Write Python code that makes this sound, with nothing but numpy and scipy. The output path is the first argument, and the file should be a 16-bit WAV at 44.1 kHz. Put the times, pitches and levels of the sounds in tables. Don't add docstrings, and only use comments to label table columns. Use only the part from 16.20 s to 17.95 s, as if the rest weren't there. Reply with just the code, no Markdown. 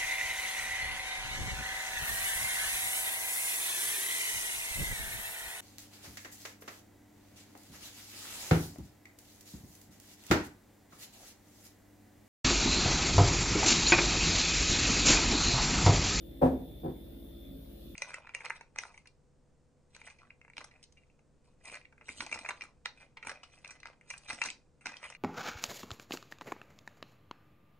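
import sys
import numpy as np
from scipy import signal
from scipy.io import wavfile
from scipy.ndimage import uniform_filter1d

SR = 44100
rng = np.random.default_rng(int(sys.argv[2]) if len(sys.argv) > 2 else 0)


def waveform_to_disk(signal):
    frames = np.transpose(np.atleast_2d(signal))
    scaled = np.clip(frames, -1, 1) * 32767
    samples = np.round(scaled).astype(np.int16)
    wavfile.write(sys.argv[1], SR, samples)


N = 77175

# (frequency [Hz], density [dB per Hz])
AIR_SPECTRUM = [(15,-42), (35,-37), (59,-18.5), (107,-8), (156,-10), (339,-10.5), (388,-18), (432,-14.5),
                (581,-19), (760,-27.5), (995,-36), (2690,-36), (3520,-28.5), (4480,-38.5), (5800, -43.5),
                (7480,-47.5), (9520,-39), (15400,-30)]
# (frequency [Hz], likeness [-1 to 1])
AIR_LIKENESS = [(60, 0.49), (130, 0.7), (290, 0.79), (640, 0.035), (1410, -0.045), (3100, -0.29),
                (6820, -0.022), (15000, 0.035)]
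# (frequency [Hz], left minus right [dB])
AIR_LEAN = [(60, 7), (110, 0), (200, -3), (380, -0.5), (700, 3), (1290, 0.0), (2380, 0), (4400, -2.5),
            (8120, 3.5), (15000, 2.5)]
# (time [s], level [dB])
TREBLE_LIFT = [(0, -2), (1.38, -1), (1.5, 1.5), (1.75, 3.5)]
AIR_DB, PATCH_DB = -53, 2.5

HUM_ORDERS = {1: (-53, -55), 2: (-68, -70), 3: (-68, -68), 5: (-70, -72), 6: (-75, -63), 7: (-75, -71),
              8: (-77, -72), 9: (-65, -70), 10: (-69, -70), 11: (-65, -80), 12: (-67, -80), 13: (-72, -75),
              14: (-77, -90)}
WHINE_ORDERS = {63: (-95, -91), 64: (-88, -98), 65: (-87, -91), 66: (-88, -98), 69: (-81, -84),
                70: (-83, -85), 71: (-73, -73), 72: (-72, -73), 73: (-75, -75), 75: (-87, -89),
                76: (-93, -90), 78: (-97, -89), 79: (-92, -84), 85: (-95, -84)}
# (time [s], level [dB])
WHINE_SWELL = [(0, 0), (0.201, 1.8), (0.347, -2), (.56, 4.5), (.68, 1.5), (.88, -1), (1.098, 0.9),
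               (1.256, 6), (1.33, 2), (1.47, -12), (1.6, -7.5), (1.75, -2)]
BUZZ_ORDERS = {119: -89, 130: -89, 133: -87, 134: -88, 141: -84, 143: -86, 144: -88, 145: -86, 149: -87,
               150: -84, 152: -88, 153: -87, 154: -82}
SHAFT_HZ, BUZZ_BASE_HZ = 49.13, 99.955
PULSE_S, WHINE_DB = .622, -2.05
WAVER_DB = 1.5
EVEN_LAG = .17
THROB_HZ, THROB_DB, THROB_S = 64.3, -55, 1.152

# (frequency [Hz], width of each smoothing stage [Hz], level [dB])
DRONES = [(82.3, 30, -63), (165.8, 9.5, -63.5), (207.4, 23, -61), (270.7, 4.4, -58.5), (336.7, 1.93, -59.5)]

# (time [s], level [dB], contact length [ms])
LANDING = [(.2135, -20, 1.05), (.217, -12, .9), (.222, -17, 0.7), (.229, -12.5, 0.34), (.236, -13.5, 3.3),
           (.2445, -15, 2.6), (.253, -15.5, 0.75), (.261, -16, 3), (.272, -22, 1.3), (.298, -36.5, 1.4),
           (.313, -26.5, 1.1), (.336, -41.5, 1.1), (.4, -40.5, 1.6)]
SETTLING = [(.633, -32, 1.1), (.645, -29, 0.82), (.658, -28, 0.63), (.666, -37, 0.9), (.679, -27.5, 1.35),
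            (.693, -29, 1.66)]
# (frequency [Hz], t60 [s], level at landing [dB], level at settling [dB], left minus right [dB])
TABLE_MODES = [(74, 0.283, -14, -27, 2), (106.4, .1, -19.5, -6.5, 3), (163.4, 0.1, -9.5, -2.5, 1.8),
               (250.7, 0.28, -20, -11, 0.3), (264.2, 0.32, -11.5, -23.5, -0.5),
               (324.6, 0.068, -18, -1, -5.5), (379.8, .09, -10.5, -7.5, 5.5), (428.6, .08, -18, -13, -17.7),
               (518.8, 0.081, -1.5, -7, -0.2), (582.6, 0.078, -14.5, -16.5, .6), (736, 0.09, -6.5, -4, 6.5),
               (846, 0.055, -21, -19, 7), (986, 0.096, -16, -20, 0.5), (1305, .13, -27.5, -18, 2.5),
               (1670, 0.12, -35, -26.5, 1)]
# (frequency [Hz], t60 [s], level [dB])
GLASS_RINGS = [(8960, 0.044, -46), (12500, 0.054, -48)]
# (frequency [Hz], density [dB per Hz])
CLATTER_SPECTRUM = [(35, -32.5), (100, -25), (300, -14), (600, -15.5), (900, -16), (1230, -30),
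                    (1620, -27.5), (2040, -40), (3500, -47.5), (6680, -60), (9000, -58), (15400, -52.5)]
# (frequency [Hz], t60 [s])
CLATTER_DECAY = [(60, 0.47), (300, 0.64), (1000, 0.18), (3000, 0.21), (8000, 0.33), (15000, 0.16)]
# (frequency [Hz], likeness [-1 to 1])
KNOCK_LIKENESS = [(60, 0.94), (130, 0.81), (290, 0.9), (640, 0.65), (1410, 0.076), (3100, 0.19),
                  (6820, 0.3), (15000, 0.12)]
CLATTER_LANDING_DB, CLATTER_SETTLING_DB = -21.5, -25
RISE_CYCLES = 1
RIGHT_LAG_MS, LAG_FULL_HZ = 0.43, 660

ROOM_DB, ROOM_T60_S = -15, 0.5
LOW_CUT_HZ, TOP_EDGE_HZ = 38, 15510


def amp(db):
    return 10 ** (np.asarray(db, float) / 20)


def evened(x):
    return x / np.sqrt(np.mean(x ** 2) + 1e-20)


def read(points, hz):
    f, value = np.transpose(points)
    return np.interp(np.log(hz + 1), np.log(f + 1), value)


def noise_pair(size, length, likeness, shape_db):
    hop = size // 4
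    frames = length // hop + 5
    hz = np.fft.rfftfreq(size, 1 / SR)[:, None]
    a, b, c, d = rng.standard_normal((frames, len(hz), 4)).T
    like = np.clip(read(likeness, hz), -1, 1)
    left = a + 1j * b
    right = like * left + np.sqrt(1 - like ** 2) * (c + 1j * d)
    spectrum = np.array([left, right]) * amp(shape_db(np.arange(frames) * hop / SR, hz))
    return signal.istft(spectrum, nperseg=size, noverlap=size - hop)[1][:, :length]


def air():
    patches = rng.standard_normal((N // 512 + 5, 1025)).T
    patches = uniform_filter1d(patches, size=12, axis=0)
    patches = evened(uniform_filter1d(patches, size=6, axis=1))
    side = np.array([.5, -.5])[:, None, None]

    def shape_db(t, hz):
        treble_bell = np.exp(-np.log((hz + 1) / 5000) ** 2 / .5)
        lift = np.interp(t, *np.transpose(TREBLE_LIFT)) * treble_bell
        return read(AIR_SPECTRUM, hz) + side * read(AIR_LEAN, hz) + PATCH_DB * patches + lift

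    return amp(AIR_DB) * evened(noise_pair(2048, N, AIR_LIKENESS, shape_db))


def tones(base_hz, orders, in_step_s, scatter):
    t, out = np.arange(N) / SR, 0
    for k, db in orders.items():
        turn = k * base_hz * (t - in_step_s)
        turn = turn - EVEN_LAG * (1 - k % 2)
        turn = turn + min(scatter * (k - 1), 1) * rng.random((2, 1))
        waver = np.interp(t, np.linspace(0, N / SR, 12), rng.standard_normal(12))
        waver = waver * min(k - 1, 1)
        level = amp(np.reshape(db, (-1, 1)) + WAVER_DB * waver)
        out = out + np.sqrt(2) * level * np.cos(2 * np.pi * turn)
    return out


def fridge():
    swell_db = np.interp(np.arange(N) / SR, *np.transpose(WHINE_SWELL))
    hum = tones(SHAFT_HZ, HUM_ORDERS, THROB_S, 0.082)
    throb = tones(THROB_HZ, {1: THROB_DB}, THROB_S, 1)
    whine = tones(SHAFT_HZ, WHINE_ORDERS, PULSE_S, .002) * amp(WHINE_DB + swell_db)
    buzz = tones(BUZZ_BASE_HZ, BUZZ_ORDERS, 0, 1)
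    return hum + throb + whine + buzz


def drones():
    out, t = np.zeros(N), np.arange(N) / SR
    for hz, width, db in DRONES:
        pole = np.exp(-np.pi * width / SR)
        slow = rng.standard_normal((2, 2 * N))
        for _ in range(2):
            slow = signal.lfilter([1], [1, -pole], slow)
        slow = slow[:, N:]
        turn = 2 * np.pi * hz * t
        out += amp(db) * evened(slow[0] * np.cos(turn) + slow[1] * np.sin(turn))
    return out


def force(contacts):
    t, pushes = np.arange(N) / SR, 0
    for start, db, ms in contacts:
        bell = np.exp(-.5 * ((t - start) / (ms / 4000)) ** 2)
        pushes = pushes + amp(db) * bell / (ms * SR / 1600)
    return pushes


def table_ring(t, late, level_column):
    ring = 0
    side = np.array([[.5], [-.5]])
    for k, row in enumerate(TABLE_MODES):
        hz, t60, lean = row[0], row[1], row[4]
        u = np.maximum(t - (t - late) * min(hz / LAG_FULL_HZ, 1), 0)
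        rise = 1 - np.exp(-u * hz / RISE_CYCLES)
        decay = amp(row[level_column] + side * lean - 60 * u / t60)
        ring = ring + (-1) ** k * rise * decay * np.sin(2 * np.pi * hz * u)
    return ring


def glass_tick(late):
    return sum(amp(db - 60 * late / t60) * np.sin(2 * np.pi * hz * late) for hz, t60, db in GLASS_RINGS)


def clatter(t):
    def shape_db(u, hz):
        return read(CLATTER_SPECTRUM, hz) - 60 * u / read(CLATTER_DECAY, hz)

    burst = noise_pair(256, len(t), KNOCK_LIKENESS, shape_db)
    burst = burst * np.minimum(t / 0.0046, 1)
    return burst / np.sqrt(np.mean(burst[:, :900] ** 2))


def knock(contacts, clatter_db, level_column):
    t = np.arange(SR // 2) / SR
    late = np.maximum(t - np.array([[0], [RIGHT_LAG_MS / 1000]]), 0)
    ring = table_ring(t, late, level_column)
    tick = glass_tick(late)
    out = signal.fftconvolve(force(contacts)[None], ring, axes=1)[:, :N]
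    for start, db, _ in contacts:
        at = round(start * SR)
        out[:, at:at + len(t)] += amp(db) * (amp(clatter_db) * clatter(t) + tick)
    return out


def kitchen(x):
    tail = noise_pair(256, SR // 2, KNOCK_LIKENESS, lambda t, hz: -60 * t / ROOM_T60_S + 0 * hz)
    tail = tail * np.clip(np.arange(SR // 2) / SR / 0.021 - .5, 0, 1)
    tail = tail / np.linalg.norm(tail[0])
    return signal.fftconvolve(x.mean(0)[None], tail, axes=1)[:, :N]


def scene():
    landing = knock(LANDING, CLATTER_LANDING_DB, level_column=2)
    settling = knock(SETTLING, CLATTER_SETTLING_DB, level_column=3)
    jug = landing + settling
    return air() + fridge() + drones() + jug + amp(ROOM_DB) * kitchen(jug)


def record(dry):
    faded = dry * np.minimum(np.arange(N) / 300, 1)
    low_cut = signal.butter(4, LOW_CUT_HZ, "high", fs=SR, output="sos")
    top_limit = signal.firwin(1535, TOP_EDGE_HZ, window=("kaiser", 9), fs=SR)
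    return signal.oaconvolve(signal.sosfilt(low_cut, faded), top_limit[None], "same")


dry = scene()
out = record(dry)
waveform_to_disk(out)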